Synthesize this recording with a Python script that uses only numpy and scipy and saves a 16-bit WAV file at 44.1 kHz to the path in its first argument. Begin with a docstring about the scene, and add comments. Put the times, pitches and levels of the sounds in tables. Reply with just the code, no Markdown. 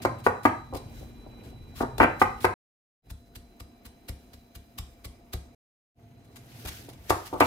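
"""An appliance hums in a small kitchen; at once a cleaver starts on a wooden board on a stone counter.
Three shots with silence between: firm slicing chops, light mincing into a soft heap, a slow slice through a pepper.
Crunch is a crackle of bursting cells; knocks and thumps are ringing modes of board and counter; a noise tail is
the room. Rumble, hum and sliding hiss are shaped noise, and the appliance's thin tones are wavering sines."""
import sys
import numpy as np
from scipy import signal
from scipy.fft import rfft, irfft, next_fast_len
from scipy.io import wavfile
from scipy.ndimage import uniform_filter1d

SR = 44100
rng = np.random.default_rng(int(sys.argv[2]) if len(sys.argv) > 2 else 0)


def field_ratio(decibels):
    """Amplitude ratio for a level in dB (20 dB per decade); scalars and array-likes work."""
    return 10 ** (np.asarray(decibels, dtype=float) / 20)


def generate_wav(signal):
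    """Clip the signal to [-1, 1] and save it as 16-bit WAV at the path in sys.argv[1]."""
    frames = np.transpose(np.atleast_2d(signal))
    scaled = np.clip(frames, -1, 1) * 32767
    pcm = np.round(scaled).astype(np.int16)
    wavfile.write(sys.argv[1], SR, pcm)


N = 328986   # length in samples
RIGHT_LAG_S = .00018   # the right microphone port hears this much later

# The three shots. Each row: start in seconds, fade-in in ms, end in seconds, steady hiss level in dB,
# treble lift in dB.
SHOTS = [(0, 0.1, 2.541, -67.5, -0.2), (3.019, 50, 5.550, -71.5, 2.5), (5.941, 56, 7.5, -73, 0.3)]
# Mincing strokes into the soft heap. Each row: time in seconds, crunch level in dB, crunch length in ms,
# knock level in dB, counter thump drive in dB.
MINCE = [(3.103, -46.5, 9.8, -47, -35), (3.356, -46.5, 8.9, -51.5, -42.5),
         (3.602, -46.5, 6.3, -45.5, -40.5), (3.854, -49.5, 13.4, -58, -45), (4.087, -40.5, 8.3, -38.5, -32),
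         (4.335, -53, 9.2, -52, -46), (4.553, -48.5, 10.6, -52, -41.5), (4.785, -36.5, 5.1, -49.5, -33),
         (5.048, -41.5, 8.2, -43.5, -38.5), (5.334, -36, 5.5, -32, -28.5)]


def rms_one(x):
    """Scale to unit rms."""
    return x / np.sqrt(np.mean(x ** 2) + 1e-20)


def at_hz(points, hz):
    """Read a table of (Hz, value) on a log-frequency axis."""
    table_hz, values = np.transpose(points)
    return np.interp(np.log(hz), np.log(table_hz), values)


def in_time(rows):
    """Join rows of (seconds, values..) by straight lines, one curve per column."""
    s, *columns = np.transpose(rows)
    return [np.interp(np.arange(N) / SR, s, column) for column in columns]


def panned(db):
    """Left and right gains for a left-minus-right level difference."""
    return field_ratio(np.array([[.5], [-.5]]) * db)


def drift(corner_hz):
    """Slow random wander of unit rms: noise through a double pole, worked out every 40 samples."""
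    r = np.exp(-2 * np.pi * corner_hz * 40 / SR)
    settling = 2000
    noise = rng.standard_normal(N // 40 + 2 + settling)
    slow = signal.lfilter([1], [1, -2 * r, r * r], noise)[settling:]
    return np.interp(np.arange(N) / 40, np.arange(len(slow)), rms_one(slow))


def bands(size, low_hz, high_hz):
    """Third-octave bands of stereo noise, alike in the bass and nearly unrelated in the treble."""
    # Each row: frequency in Hz, left-right correlation (1 = identical).
    likeness = [(60, 0.98), (150, 0.98), (380, 0.86), (950, 0.24), (2380, 0.05), (5980, 0.04),
                (15000, 0.025)]
    edges = np.geomspace(low_hz, high_hz, round(3 * np.log2(high_hz / low_hz)) + 1)
    white = rng.standard_normal((2, 2, size))   # neighbouring bands take different noise
    for k, (low, high) in enumerate(zip(edges, edges[1:])):
        band_pass = signal.butter(2, [low, high], "band", fs=SR, output="sos")
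        mid, side = signal.sosfilt(band_pass, white[k % 2])
        hz = np.sqrt(low * high)
        alike = at_hz(likeness, hz)
        yield hz, np.sqrt(1 + alike) * mid + np.sqrt(1 - alike) * side * [[1], [-1]]


def coloured(spectrum, patchy_db):
    """Stereo noise of a given spectrum whose bands flicker independently; rms 1."""
    top_hz = min(spectrum[-1][0], 16500)
    return rms_one(sum(field_ratio(at_hz(spectrum, hz) + patchy_db * drift(30.0)) * band
                       for hz, band in bands(N, spectrum[0][0], top_hz)))


def background(grain_db=1.0):
    """Rumble and appliance hum as shaped noise, and a hiss that sliding raises and friction makes grainy."""
    # Deep rumble spectrum. Each row: frequency in Hz, relative density in dB per Hz.
    deep_spectrum = [(13, -35), (22, -4), (32, -3), (48, 0.5), (70, -6), (91, -35), (150, -120)]
    # Rumble spectrum. Each row: frequency in Hz, relative density in dB per Hz.
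    rumble_spectrum = [(41, -32), (70, -6), (108, 5), (122, 10), (150, -11), (200, -41.5), (330, -120)]
    # Appliance hum spectrum. Each row: frequency in Hz, relative density in dB per Hz.
    hum_spectrum = [(82, -42.5), (140, -19), (193, -8.5), (246, -3.5), (374, -11.5), (452, -12),
                    (490, -11.5), (633, -22), (686, -14), (923, -21.5), (1910, -31), (2370, -26),
                    (3500, -41), (4550, -63), (7700, -120)]
    # Hiss spectrum. Each row: frequency in Hz, relative density in dB per Hz.
    hiss_spectrum = [(880, -25), (1500, -4), (2580, -5), (3120, -5.5), (5870, -8), (7470, -12),
                     (13200, -10), (15900, -10.5), (16500, -65)]
    # Low background. Each row: time in seconds, then deep rumble, rumble and hum levels in dB.
    low_levels = [(0.0, -61, -40.5, -44.5), (0.3, -67, -48, -53.5), (0.65, -55, -50, -55.5),
                  (0.91, -46.5, -46.5, -52), (1.2, -48, -52.5, -54), (1.45, -57, -51, -50.5),
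                  (1.63, -42, -48.5, -55), (1.9, -50.5, -43, -53), (2.4, -48.5, -48, -51.5),
                  (3.2, -60, -60, -63), (3.5, -61.5, -68.5, -59), (4.0, -65, -68, -59),
                  (4.25, -60, -66, -59.5), (4.55, -68, -66, -62), (4.8, -57.5, -65.5, -60.5),
                  (5.4, -58, -61, -58), (6.15, -68, -54, -60.5), (6.7, -64, -50.5, -53),
                  (6.95, -59, -51.5, -55), (7.2, -60, -61, -57), (7.46, -49, -48, -49)]
    # Blade and fingers slide on the wood. Each row: time of the peak in seconds, added hiss level in dB,
    # rise and fall in seconds (each to 1/e).
    slides = [(0.99, -56.5, .07, 0.066), (2.25, -60.5, .1, 0.094), (4.28, -74.5, 0.152, 0.17),
              (4.88, -73.5, 0.12, .15), (6.56, -55.5, .1, 0.24), (6.754, -47.5, 0.076, 0.062),
              (7.106, -45.5, 0.031, .12), (7.46, -38, 0.033, .1)]

    t = np.arange(N) / SR
    hiss_level = sum(field_ratio(db) * ((t >= start) & (t < end)) for start, _, end, db, _ in SHOTS)
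    for s, db, rise, fall in slides:
        hiss_level = hiss_level + field_ratio(db) * np.exp(-np.abs(t - s) / np.where(t < s, rise, fall))
    hiss = hiss_level * field_ratio(grain_db * drift(70.0)) * coloured(hiss_spectrum, patchy_db=1.5)

    deep_db, rumble_db, hum_db = in_time(low_levels)
    deep = field_ratio(deep_db) * coloured(deep_spectrum, patchy_db=1.5)
    rumble = field_ratio(rumble_db) * coloured(rumble_spectrum, patchy_db=2.5)
    hum = field_ratio(hum_db) * coloured(hum_spectrum, patchy_db=2.5)
    return deep + rumble + hum + hiss


def tones(waver_db=2.0, wander=0.0022):
    """Thin appliance tones: sines that flutter in level and, by a share of their pitch, in frequency."""
    # Each row: frequency in Hz, rms level in dB about which it wavers, start and end in seconds.
    tone_rows = [(239, -57, -0.26, 2.8), (1460, -83.5, -0.8, 2.8), (2400, -75.5, -0.2, 2.8),
                 (3966, -65, -0.35, 2.8), (5160, -85.5, 0, 2.8), (242, -64, 3, 7), (687, -69, 3, 7.2),
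                 (2360, -79, 3.5, 5.9), (3940, -82, 2, 5.9), (4010, -75, 2.8, 4.8), (5000, -84, 2.8, 5.9),
                 (6433, -86, 3, 10), (4020, -77.5, 6, 6.9)]
    out, t = np.zeros((2, N)), np.arange(N) / SR
    for hz, db, start, end in tone_rows:
        part = slice(max(round(start * SR), 0), round(end * SR))
        # each melts in and out over 0.3 s
        melt = np.sqrt(np.clip(np.minimum(t[part] - start, end - t[part]) / .3, 0, 1))
        wandering_hz = hz * (1 + wander * drift(12.0)[part])
        phase = 2 * np.pi * np.cumsum(wandering_hz) / SR + rng.normal(0, 0.56, (2, 1))
        phase[1] += 2 * np.pi * hz * RIGHT_LAG_S      # the right leads by as much as its port lags
        level = field_ratio(db + waver_db * drift(20.0)[part])
        out[:, part] += np.sqrt(2) * melt * level * np.sin(phase)
    return out


def crackles():
    """Cuts, bright snaps and mincing strokes as (s, end dB, length ms, swell dB, lead-in ms, L-R dB)."""
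    # Slicing cuts and the bright snaps of the blade landing on the board. Each row: start in seconds,
    # crackle level at the end in dB, length in ms, left-minus-right level in dB.
    cuts_and_snaps = [(0.0207, -43, 18, 0), (0.05, -36, 5.6, 2), (.186, -57.5, 21, 3),
                      (0.242, -45, 24.5, 2), (.265, -40, 7.7, 3), (0.433, -47.5, 19, 0),
                      (0.454, -34.5, 5.5, 3.5), (0.737, -51, 2.3, 1), (0.747, -45, 7.8, 6),
                      (0.765, -45, 11.6, 0.5), (1.436, -58, 28, 1), (1.470, -60, 37, -1),
                      (1.761, -44, 67, 3), (1.9816, -34.5, 3.3, 2), (1.999, -39.5, 43, -1),
                      (2.198, -39.5, 18.7, 2), (2.219, -35, 6.9, 1), (2.376, -62, 15, -9),
                      (2.406, -43.5, 37, -1), (2.444, -33, 11, -2), (6.245, -65.5, 12, 3.5),
                      (6.3587, -48.5, 13.4, 6), (6.651, -40.5, 11, 1), (6.674, -36.5, 19, 2),
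                      (6.89, -49.5, 12.4, 1.5), (6.931, -55.5, 7.2, 2), (7.045, -68, 28, 6),
                      (7.097, -27.5, 10.3, 2.5), (7.255, -44, 24.5, 1), (7.3315, -51.5, 13, 3),
                      (7.403, -27.5, 7.3, 2.5)]
    even_ms, swell_db_per_doubling = 8.6, 1.5   # shorter ones fade, longer ones swell
    lead_ms, lead_share = .7, .08   # lead-in: a fixed part plus a share of the length
    firm = [(s, db, ms, swell_db_per_doubling * np.log2(ms / even_ms), lead_ms + lead_share * ms, pan_db)
            for s, db, ms, pan_db in cuts_and_snaps]
    soft_swell_db, soft_lead_ms, soft_pan_db = -1.5, 3.15, 1.2
    soft = [(s, db, ms, soft_swell_db, soft_lead_ms, soft_pan_db) for s, db, ms, *_ in MINCE]
    return firm + soft


def crunch(cells_per_s=12000.0, spread_db=3.0, fall_ms=0.99):
    """Dense crackle of bursting cells and landing snaps; each swells or fades along its length, then stops."""
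    # Crunch spectrum. Each row: frequency in Hz, relative density in dB per Hz.
    crunch_spectrum = [(530, -35), (900, -0.5), (3780, -1), (5650, -3), (6390, -11.5), (7760, -5),
                       (14800, -6), (15900, -8), (16500, -29)]
    level, t = np.zeros((2, N)), np.arange(N) / SR
    for s, end_db, length_ms, swell_db, lead_ms, pan_db in crackles():
        part = slice(max(round((s - .05) * SR), 0), round((s + .15) * SR))
        since_ms = (t[part] - s) * 1000
        done = since_ms / length_ms      # 0 at the start, 1 at the end
        swell = field_ratio(swell_db * (np.clip(done, 0, 1) - 1))
        lead_in = np.exp(np.minimum(since_ms, 0) / lead_ms)
        stop = np.exp(-np.maximum(done - 1, 0) * length_ms / fall_ms)
        level[:, part] += field_ratio(end_db) * panned(pan_db) * swell * lead_in * stop
    burst_sizes = field_ratio(spread_db * np.minimum(rng.exponential(1, N), 2.8))
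    bursts = (rng.random(N) < cells_per_s / SR) * burst_sizes
    grain = np.sqrt(uniform_filter1d(bursts ** 2, size=9) + 1e-9)
    return level * rms_one(grain * coloured(crunch_spectrum, patchy_db=.8))


def blows():
    """All blows as (s, knock dB, thump drive dB, rocking ms, first push dB, contact ms)."""
    # Blade meets board. Each row: time in seconds, knock level in dB, counter thump drive in dB,
    # rocking length in ms, drive of the first push in dB beside the rocking.
    firm_rows = [(.051, -8, -39, 9.13, 11), (.265, -6, -41, 7.92, 8.5), (.453, -4.5, -41, 8.54, 12),
                 (0.726, -25, -34, 38.7, 2), (1.009, -41.5, -39, 21.5, -16), (1.264, -36.5, -59.5, 10, 8),
                 (1.457, -44, -43, 26.5, 10.5), (1.803, -13, -37, 49, -9), (1.98, -27, -31, 11.2, -21),
                 (2.000, -3, -29, 49, -9), (2.216, -4, -41, 8.76, 8.5), (2.445, -4, -37, 12, 9.5),
                 (6.647, -35.5, -35, 19, -17), (6.676, -38.5, -59, 17.5, -7), (6.886, -35, -61, 17, 24),
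                 (6.989, -60, -47, 12, -3), (7.095, -26, -31.5, 7, -1), (7.1055, -7, -49.5, 26.8, 17.5),
                 (7.328, -22, -47, 42.7, 3), (7.407, -1, -38, 25.9, 14.5)]
    # contact at a 0 dB knock; weaker blows rest longer on the wood
    contact_ms, contact_ms_per_db = 0.38, 0.0336
    firm = [(*row, contact_ms - contact_ms_per_db * row[1]) for row in firm_rows]
    # the heap cushions the blow
    soft_lag_s, soft_rock_ms, soft_first_db, soft_contact_ms = .0015, 12.14, -2, 1.84
    soft = [(s + soft_lag_s, knock_db, thump_db, soft_rock_ms, soft_first_db, soft_contact_ms)
            for s, _, _, knock_db, thump_db in MINCE]
    return firm + soft


def ring(force, hz, t60):
    """A two-pole resonator: a unit click sets a decaying sine of height 1 ringing."""
    r, w = field_ratio(-60 / (t60 * SR)), 2 * np.pi * hz / SR
    return signal.lfilter([0, np.sin(w)], [1, -2 * r * np.cos(w), r * r], force + 1e-18)


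def knocks(count=70, scatter_db=3.0, apart_hz=700.0, crack_db=7.5, dip_db=-14.0, low_hz=260.0, high_hz=2650.0):
    """A blunt push on the board, then many small ones while the edge rocks down; each blow rings every mode anew."""
    # Board modes. Each row: frequency in Hz, width in Hz (wider is driven harder and, above 60 Hz,
    # rings shorter), drive in dB before that width factor.
    board_modes = [(213, 69, -10), (296, 18, -7), (345, 140, -3), (388, 77, -6), (610, 63, -6),
                   (660, 32, -9.5), (818.6, 32, -14.5), (997, 38, -2.5), (956, 51, -1), (1098, 120, -4.5),
                   (1283, 85, -0.5), (1550, 53, -6.5), (1602, 120, -12), (1660, 110, -15),
                   (1800, 35, -19.5), (2420, 62, -16.5), (2540, 250, -22), (2803, 360, -24)]
    out, span = np.zeros((2, N + SR)), SR // 8
    # the board radiates little below its first mode, and the wood damps the treble
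    radiate = signal.butter(3, [low_hz, high_hz], "band", fs=SR, output="sos")
    mode_hz = np.array(board_modes)[:, :1, None]
    apart = np.minimum(mode_hz / apart_hz, 1)      # low modes reach both sides alike
    for s, knock_db, _, rock_ms, first_db, contact_ms in blows():
        both = rng.standard_normal((len(board_modes), 1, 1))
        own = rng.standard_normal((len(board_modes), 2, 1))
        strengths = field_ratio(scatter_db * (np.sqrt(1 - apart) * both + np.sqrt(apart) * own))

        late, sizes = rng.random(count), rng.standard_normal((2, count))
        rocking = 0.5 * np.minimum(late / 0.055, 1) * (1 - .5 * late)      # sets in quickly, then eases
        force = np.zeros((2, span))
        force[:, 0] = -field_ratio(first_db)
        for side, size in zip(force, sizes[0] + 1.01 * sizes):      # the sides hear the rocking partly alike
            np.add.at(side, (late * rock_ms * SR / 1000).astype(int), size * rocking)

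        through = np.arange(128) / SR * 1000 / contact_ms
        push = np.sin(np.pi * np.minimum(through, 1)) ** 2      # a longer contact is duller
        force = signal.lfilter(push / push.sum(), [1], force)
        body = sum(strength * field_ratio(db) * width / 50 * ring(force, hz, 2.2 / max(width, 60))
                   for (hz, width, db), strength in zip(board_modes, strengths))
        crack = field_ratio(crack_db) * force / np.abs(force).max()
        blow = signal.sosfilt(radiate, body / np.abs(body).max() + crack)
        blow = blow / np.abs(blow.mean(0)).max()
        # the first contact: a short dip of pressure
        blow[:, :len(push)] -= field_ratio(min(first_db, 10) + dip_db) * push
        at = round(s * SR)
        out[:, at:at + span] += field_ratio(knock_db) * blow
    return out[:, :N]


def boom():
    """Each knock sets the lowest air mode of the kitchen ringing through a low-pass push."""
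    mode_hz, drive_db, t60_s = 95, -26, 0.53   # the drive is relative to the knock level
    force = np.zeros(N)
    for s, knock_db, *_ in blows():
        force[round(s * SR)] = field_ratio(knock_db + drive_db)
    return ring(signal.lfilter([.01], [1, -.99], force), mode_hz, t60_s)


def thumps(push_hz=116.0, lag_s=.006):
    """The weight of each blow reaches the counter a little later and rings its low modes."""
    # Counter modes. Each row: frequency in Hz, relative level in dB, decay by 60 dB in seconds.
    counter_modes = [(44, -7.5, 0.16), (68, 0, 0.28), (96.5, 3, 0.13), (165, -6, 0.29)]
    force = np.zeros(N)
    for s, _, thump_db, *_ in blows():
        force[round((s + lag_s) * SR)] = -field_ratio(thump_db)
    force = signal.sosfilt(signal.butter(2, push_hz, fs=SR, output="sos"), force + 1e-18)
    return sum(field_ratio(db) * ring(force, hz, t60) for hz, db, t60 in counter_modes)


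def kitchen(x, gap_ms=2.2, early_db=3.0, early_ms=9.2):
    """Counter and walls answer with a dense noise tail, strongest early on, that dies band by band."""
    # Each row: frequency in Hz, decay by 60 dB in seconds.
    room_decay = [(60, 0.2), (160, 0.34), (420, .3), (1100, 0.41), (2900, 0.34), (7700, 0.51),
                  (15000, 0.056)]
    t = np.arange(int(.6 * SR)) / SR
    tail = sum(field_ratio(-60 * t / at_hz(room_decay, hz)) * band for hz, band in bands(len(t), 40, 17000))
    onset = np.clip(t * 1000 / gap_ms, 0, 1) ** 2
    early = 1 + field_ratio(early_db) * np.exp(-t * 1000 / early_ms)
    tail = tail * onset * early
    return signal.fftconvolve(x[None], tail / np.sqrt(np.sum(tail ** 2) / 2), axes=1)[:, :N]


def scene():
    """Board, counter and blade; the kitchen answers."""
    board, low, cut = knocks(), thumps(), crunch()
    wet = kitchen(field_ratio(-4.0) * board[0] + field_ratio(-6.5) * cut[0] + field_ratio(-13.0) * low)
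    return board + low + cut + wet + boom() + background() + tones()


def roll_off(x):
    """The treble ends steeply here."""
    return signal.sosfilt(signal.butter(12, 16660, fs=SR, output="sos"), x)


def record(dry):
    """Two unlike ports, the right one later; each shot has its own treble, fades in and is cut off sharply."""
    # Microphone ports. Each row: frequency in Hz, left-minus-right level in dB.
    port_balance = [(60, 2), (120, -1), (240, -0.5), (480, -0.5), (950, 0), (1890, 1.5), (3770, -2.5),
                    (7520, 2), (15000, -2)]
    size = next_fast_len(N + SR // 10)
    hz = np.maximum(np.arange(size // 2 + 1) * SR / size, 1)
    lag = np.exp(-2j * np.pi * hz * [[0], [RIGHT_LAG_S]])
    ports = panned(at_hz(port_balance, hz)) * lag
    heard = irfft(rfft(dry, size) * ports, size)[:, :N]
    heard = signal.sosfilt(signal.butter(4, 32.0, "high", fs=SR, output="sos"), heard)
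    heard = signal.sosfilt(signal.cheby2(10, 50, 16500, fs=SR, output="sos"), heard)
    heard = heard / (1 + (heard / .95) ** 4) ** .25      # the highest peaks are rounded
    treble = signal.sosfilt(signal.butter(2, 9500.0, "high", fs=SR, output="sos"), heard)

    t = np.arange(N) / SR
    mix = np.zeros((2, N))
    for start, fade_ms, end, _, lift_db in SHOTS:
        fade_in = np.clip((t - start) * 1000 / fade_ms, 0, 1) ** 2
        cut_off = np.clip((end - t) / 0.002595, 0, 1)
        mix += (heard + (field_ratio(lift_db) - 1) * treble) * fade_in * cut_off
    return roll_off(mix)


dry = scene()
out = record(dry)
generate_wav(out)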